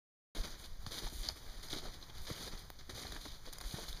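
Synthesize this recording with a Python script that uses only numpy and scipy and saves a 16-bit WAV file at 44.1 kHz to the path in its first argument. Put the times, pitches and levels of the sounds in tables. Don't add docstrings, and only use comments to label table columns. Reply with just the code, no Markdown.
import sys
import numpy as np
from scipy import signal
from scipy.fft import rfft, irfft
from scipy.io import wavfile
from scipy.ndimage import uniform_filter1d

SR = 44100
rng = np.random.default_rng(int(sys.argv[2]) if len(sys.argv) > 2 else 0)


def boost(x):
    u = np.asarray(x, float) / 20
    return 10 ** u


def master(y):
    cut = np.clip(np.atleast_2d(y).T, -1, 1)
    pcm = np.round(cut * 32767)
    wavfile.write(sys.argv[1], SR, pcm.astype(np.int16))


N = 176400

# hz, level_db (density per Hz)
CRUST = [(100, 7), (300, 4.5), (900, -1.5), (2000, 0), (4200, 4.5), (6500, 2), (10000, -10), (15000, -23.5)]


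def rms_one(x):
    return x / np.sqrt(np.mean(x ** 2) + 1e-20)


def colour(x, points):
    hz, db = np.transpose(points)
    f = np.maximum(np.arange(N // 2 + 1) * SR / N, 1)
    gain = boost(np.interp(np.log(f), np.log(hz), db))
    return rms_one(irfft(rfft(x) * gain, N))


def drift(rate_hz):
    r = np.exp(-2 * np.pi * rate_hz / SR)
    noise = rng.standard_normal(N + SR)
    return rms_one(signal.lfilter([1], [1, -2 * r, r * r], noise)[SR:])


def ring(x, hz, width_hz):
    r = np.exp(-np.pi * width_hz / SR)
    poles = [1, -2 * r * np.cos(2 * np.pi * hz / SR), r * r]
    return signal.lfilter([(1 - r * r) / 2, 0, (r * r - 1) / 2], poles, x)


def registers(x):
    body_hz, sparkle_hz = 2700, 7900
    bands = []
    for hz, kind in [(body_hz, "low"), ([body_hz, sparkle_hz], "band"), (sparkle_hz, "high")]:
        bands.append(rms_one(signal.sosfilt(signal.butter(3, hz, kind, fs=SR, output="sos"), x)))
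    return np.array(bands)


def crunch():
    # start_s, length_s, level_db, body_db and sparkle_db (both relative)
    steps = [(0.317, 0.095, -45, -7.5, -6), (0.432, 0.044, -44.5, -6, -8),
             (0.865, 0.0087, -42.5, -13.5, -6), (0.905, 0.089, -41.5, -9.5, -4.5),
             (1.015, 0.058, -42.5, -9, -6), (1.073, 0.16, -49.5, -12.5, 0),
             (1.227, 0.054, -42.5, -11.5, -10), (1.626, .036, -47, -9.5, -3.5),
             (1.695, 0.054, -41.5, -11.5, -6), (1.759, 0.036, -43, -10, -9.5),
             (1.816, 0.07, -46.5, -4.5, -8), (2.269, 0.072, -43, -8.5, -7.5),
             (2.321, 0.16, -46.5, -8.5, -5), (2.893, 0.013, -42, -6.5, -6.5), (2.937, 0.099, -44, -9, -6.5),
             (3.045, 0.062, -47, -6, -7), (3.112, 0.066, -46.5, -7.5, -8.5), (3.2, 0.079, -47, -13.5, -5.5),
             (3.636, 0.11, -45.5, -11.5, -3), (3.72, 0.13, -45.5, -9, -4.5), (3.864, 0.055, -48.5, -12, -3),
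             (3.905, 0.11, -52.5, -8.5, -7.5)]
    # start_s, length_s, level_db, body_db and sparkle_db (both relative)
    scuffs = [(0.501, 0.056, -49.5, -8, -10), (0.572, 0.089, -51, -8, -2.5), (0.677, 0.11, -70.5, 0.5, -15),
              (1.29, 0.04, -51, -8.5, -2.5), (1.356, 0.03, -49.5, -7, -3.5), (1.398, 0.2, -57, -6, -6.5),
              (1.911, 0.048, -51.5, -8, -7), (2.011, 0.029, -54, -7, -28), (2.092, 0.017, -55.5, -3, -14),
              (2.146, 0.05, -52, -6.5, -7), (2.209, 0.05, -53, -19, 1), (2.511, 0.045, -48, -3.5, -10),
              (2.574, 0.034, -51, -12, -5), (2.788, 0.012, -47, -10, -14), (3.275, 0.087, -52.5, -12, -8.5),
              (3.452, 0.041, -48.5, -7.5, -8), (3.517, 0.056, -52.5, -5, -5),
              (3.608, 0.0067, -45.5, -7, -1)]
    attack_s, rise_per_s, release_s = 0.00061, 2.5, 0.024
    sag_db, swell_db_per_s, arch_db = -2.5, 34.5, 2
    power = cracks()
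    for s, length, db, body_db, sparkle_db in steps + scuffs:
        i = int(s * SR)
        u = np.arange(min(SR // 2, N - i)) / SR
        progress = np.clip(u / length, 0, 1)
        swell = boost((sag_db + swell_db_per_s * length) * progress + arch_db * np.sin(np.pi * progress))
        attack = np.clip(u / (attack_s + rise_per_s * length ** 2), 0, 1) ** .5
        release = np.exp(-np.maximum(u - length, 0) / release_s)
        levels = boost(db + np.array([[body_db], [0], [sparkle_db]]))
        power[:, i:i + len(u)] += (levels * attack * swell * release) ** 2
    return np.sum(np.sqrt(power) * registers(colour(fractures(), CRUST)), axis=0)


def cracks():
    # start_s, peak_db, body_db (relative)
    plates = [(0.3835, -42, -14), (0.435, -32.5, -6.5), (0.5217, -49, -14), (0.6412, -34.5, -12),
              (0.9078, -45, -10), (0.9193, -45, -12), (0.9414, -38, -10), (0.9714, -33, -11),
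              (0.9812, -26.5, -10), (1.035, -39, -6), (1.0673, -29, -17), (1.2366, -49, -15),
              (1.2441, -43, -16), (1.6292, -45, -17), (1.703, -44, -18), (1.7174, -27.5, -18),
              (1.7474, -37, -3), (1.7765, -35, -15), (1.9405, -36, -8), (2.2684, -29, -9),
              (2.3014, -30.5, -0.5), (2.409, -32, -9), (2.4754, -43, -3), (2.5237, -42, -11),
              (2.809, -51, 3), (2.9467, -44, -23), (2.9746, -42, -14), (3.0164, -41, -13), (3.253, -34, -4),
              (3.4585, -44, -10), (3.7085, -32, -15), (3.7414, -37, 2), (3.8298, -30.5, -6),
              (3.8823, -31, -9)]
    # start_s, peak_db, body_db (relative)
    more_plates = [(0.349, -34, -2.5), (1.2984, -33, -5), (1.3034, -43, -4), (1.732, -32, 1), (1.7844, -31, -8),
                   (2.3164, -39, -8), (2.4234, -45, -8), (2.4644, -37, -11), (2.9944, -44, -8),
                   (3.0484, -39, -1), (3.0764, -46, -13), (3.5364, -44, -8), (3.616, -37, -7), (3.6386, -38, -1),
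                   (3.7844, -38, -11)]
    t60_s, gain_db, sparkle_db = 0.069, -7.5, -11.5
    power = np.zeros((3, N + SR))
    u = np.arange(SR // 15) / SR
    for s, db, body_db in plates + more_plates:
        i = int(s * SR)
        bands_db = np.array([[body_db], [0], [sparkle_db]])
        power[:, i:i + len(u)] += boost(db + gain_db + bands_db - 60 * u / t60_s) ** 2
    return power[:, :N]


def fractures():
    per_s, size_spread_db = 12000, 2.5
    clump_db, own_clump_db, clumps_hz = 1, 1.1, 37
    pitches = np.geomspace(150, 15000, num=24)
    together, own = drift(clumps_hz), drift(68)
    sizes = boost(size_spread_db * np.minimum(rng.exponential(1, N), 5)) * rng.standard_normal(N)
    born = sizes * (rng.random(N) < per_s / SR)
    share = np.sqrt(pitches) / np.sum(np.sqrt(pitches))
    dealt = rng.choice(len(pitches), N, p=share)
    out = 0
    for k, hz in enumerate(pitches):
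        apart = np.roll(own, k // 2 * N // len(pitches))
        clump = boost(clump_db * together + own_clump_db * apart)
        shard = ring(born * clump * (dealt == k) + 1e-18, hz, 0.28 * hz)
        out = out + (-1) ** k * shard / np.sqrt(share[k])
    dust = boost(-0.5) * rng.standard_normal(N) * boost(clump_db * together)
    return rms_one(out) + dust


def snaps():
    # start_s, peak_db, ring_hz, body_db and sparkle_db (both relative)
    splinters = [(0.8639, -37, 4560, 0, -13), (1.287, -22.5, 4670, -20, -15), (1.685, -40, 4550, -9, -10),
                 (1.7284, -28, 3430, -21, -22), (2.0262, -39.5, 3920, -15, -18),
                 (2.0978, -42.5, 3200, -4.5, -16), (2.1816, -43.5, 4100, -8, -6),
                 (2.251, -47.5, 4380, 0.5, 0), (2.8955, -39, 3770, -3.5, -21),
                 (3.068, -39.5, 3870, -22, -20), (3.1213, -37, 3700, -3.5, -4), (3.1634, -42, 3530, 7, -10),
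                 (3.5278, -42, 3870, -6.5, 3.5), (3.5328, -43, 4500, -19, 8), (3.5838, -39.5, 4900, -9, 1),
                 (3.6028, -43.5, 3630, -1, -4), (3.6115, -38.5, 4600, -4.5, 0),
                 (3.9279, -35, 3680, -10.5, -8), (3.972, -41.5, 4720, -8, -13)]
    attack_s, hold_s, t60_s = 0.00034, 0.00093, 0.016
    body, bite, sparkle = registers(colour(rng.standard_normal(N), CRUST))
    body = signal.sosfilt(signal.butter(2, 450, "high", fs=SR, output="sos"), body)
    u = np.arange(SR // 40) / SR
    burst = np.minimum(u / attack_s, 1) * boost(-60 * np.maximum(u - hold_s, 0) / t60_s)
    click = 4.1 * (u == u[4])
    out = np.zeros(N + SR)
    for s, db, hz, body_db, sparkle_db in splinters:
        at = slice(int(s * SR), int(s * SR) + len(u))
        core = ring(ring(burst * bite[at] + click, hz, 410), hz, 1700)
        edges = burst * (boost(body_db) * body[at] + boost(sparkle_db) * sparkle[at] + 0.53 * bite[at])
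        out[at] += boost(db + 1.5) * (core / np.abs(core).max() + edges)
    return out[:N]


def twig():
    start_s, level_db = 2.7024, -19
    ring_hz, width_hz, ring_db = 730, 310, 9
    click = np.arange(N) == int(start_s * SR)
    pulse = boost(level_db) * signal.lfilter([1], [1, -.5], click)
    return pulse - boost(ring_db) * ring(pulse + 1e-18, ring_hz, width_hz)


def thuds():
    # peak_s, peak_db, pitch_hz
    heels = [(0.873, -40.5, 116), (1.04, -45, 280), (1.128, -48, 120), (1.291, -43, 770), (1.767, -43, 272),
             (1.854, -44.5, 660), (2.315, -36, 130), (2.476, -46.5, 360), (2.896, -47, 346),
             (3.051, -45, 534), (3.256, -43.5, 560), (3.479, -47, 447), (3.744, -37, 146),
             (3.789, -40.5, 457)]
    # peak_s, peak_db, pitch_hz
    pockets = [(0.37, -41.5, 333), (0.386, -44, 410), (1.127, -51, 334), (1.866, -48, 453),
               (2.47, -50.5, 380), (0.439, -52.5, 199), (0.915, -51, 444), (0.978, -61, 200),
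               (1.024, -48, 417), (1.07, -44.5, 814), (1.716, -53, 513), (1.833, -49.5, 400),
               (2.3, -47, 413), (2.54, -49, 200), (3.131, -52, 250), (3.162, -52, 273), (3.263, -48, 290),
               (3.807, -52, 510)]
    heel_cycles, pocket_cycles = 1.6, 4
    push_s, lead_s, gain_db = 0.016, .005, 3.5
    rows = [(*row, heel_cycles) for row in heels] + [(*row, pocket_cycles) for row in pockets]
    u = np.arange(SR // 5) / SR
    push = (2.0 + rng.standard_normal((len(rows), len(u)))) * u * np.exp(-u / push_s * 4)
    out = np.zeros(N + SR)
    for (s, db, hz, cycles), drive in zip(rows, push):
        tone = ring(ring(drive, hz, hz / cycles), hz, 2 * hz)
        i = int((s - lead_s) * SR)
        out[i:i + len(u)] += boost(db + gain_db) * tone / np.abs(tone).max()
    return out[:N]


def trunks(x):
    echo_db, t60_s, delay_s = -16.5, 0.3, .006
    u = np.arange(SR // 4) / SR
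    tail = rng.standard_normal(len(u)) * boost(-60 * u / t60_s) * (u > delay_s)
    return boost(echo_db) * signal.fftconvolve(x, tail / np.sqrt(np.sum(tail ** 2)))[:N]


def hush():
    # hz, level_db (density per Hz)
    air = [(115, 9), (220, 2), (600, 1.5), (1500, 0.5), (4200, 3), (7000, 3), (14000, -11.5)]
    flutter_db = 2 * drift(5)
    grain = rng.standard_normal(N) + 0.77 * fractures()
    return boost(-55 + flutter_db) * colour(grain, [(50, -1.4)] + list(air))


def wind():
    # hz, level_db (density per Hz)
    rumble = [(7.1, -80), (12, 20.5), (22, -10), (38, 2), (177, -15), (300, -32), (390, -35), (660, -120)]
    # peak_s, peak_db, pitch_hz
    gusts = [(0.402, -28.5, 27.2), (0.527, -40.5, 23.8), (0.738, -39, 24.4), (0.801, -41.5, 37.2),
             (1.059, -34, 27.3), (1.156, -36.5, 50), (1.206, -32.5, 31), (1.497, -40.5, 27.8),
             (1.581, -39, 30.4), (1.722, -48, 35.6), (1.884, -36.5, 24.6), (2.226, -42.5, 45.3),
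             (2.543, -37, 25.4), (3.19, -39.5, 27.6), (3.318, -45, 26.8), (3.485, -40.5, 23.5),
             (3.665, -33, 36), (3.897, -40.5, 39.3), (3.947, -38.5, 26.6), (0.407, -35.5, 62),
             (0.845, -43, 60), (1.285, -41.5, 60), (1.324, -42, 69.4), (2.937, -42, 95), (3.059, -45, 69),
             (3.11, -40, 50), (3.139, -46, 60.3), (3.255, -45.5, 45)]
    level_db, gust_cycles = -51, 0.64
    noise = colour(rng.standard_normal(N), [(5, -49)] + list(rumble) + [(900, -14)])
    low = signal.sosfilt(signal.butter(2, 350, fs=SR, output="sos"), noise)
    lumps_db = 2.5 * drift(8)
    out = boost(level_db + lumps_db) * rms_one(low)
    u = np.arange(-SR // 20, SR // 20) / SR
    for (s, db, hz), turn in zip(gusts, rng.random(len(gusts))):
        i = int(s * SR) - SR // 20
        bump = np.exp(-(u * hz / gust_cycles) ** 2)
        out[i:i + len(u)] += boost(db) * bump * np.cos(2 * np.pi * (hz * u + turn))
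    return out


def scene():
    near = crunch() + snaps() + twig() + thuds()
    return (near + trunks(near) + hush() + wind())[None]


def low_pass(x):
    return signal.sosfilt(signal.butter(12, 16440, fs=SR, output="sos"), x)


def record(dry):
    # centre_hz, width_hz, depth_db
    notches = [(2711, 1460, -42), (5484, 640, -85), (7907, 6870, -60), (10990, 560, -54), (12300, 760, -8)]
    start_s, cutoff_hz = .34966, 15350
    leak_db, leak_jump = -17, 6.0
    x = dry
    for hz, width, depth_db in notches:
        c = 2 * np.cos(2 * np.pi * hz / SR)
        pole = np.exp(-np.pi * width / SR)
        zero = np.exp(-np.pi * width * boost(depth_db) / SR)
        gain = (1 + pole ** 2) / (1 + zero ** 2)
        x = signal.lfilter(np.array([1, -c * zero, zero ** 2]) * gain, [1, -c * pole, pole ** 2], x)
    top, over = (signal.sosfilt(signal.ellip(10, .5, 60, cutoff_hz, kind, fs=SR, output="sos"), x)
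                 for kind in ("low", "high"))
    sudden = uniform_filter1d(over ** 2, size=130) > leak_jump * uniform_filter1d(over ** 2, size=2600)
    top = top + boost(leak_db) * over * uniform_filter1d(1. * sudden, size=200)
    return low_pass(top * (np.arange(N) >= start_s * SR))


dry = scene()
out = record(dry)
master(out)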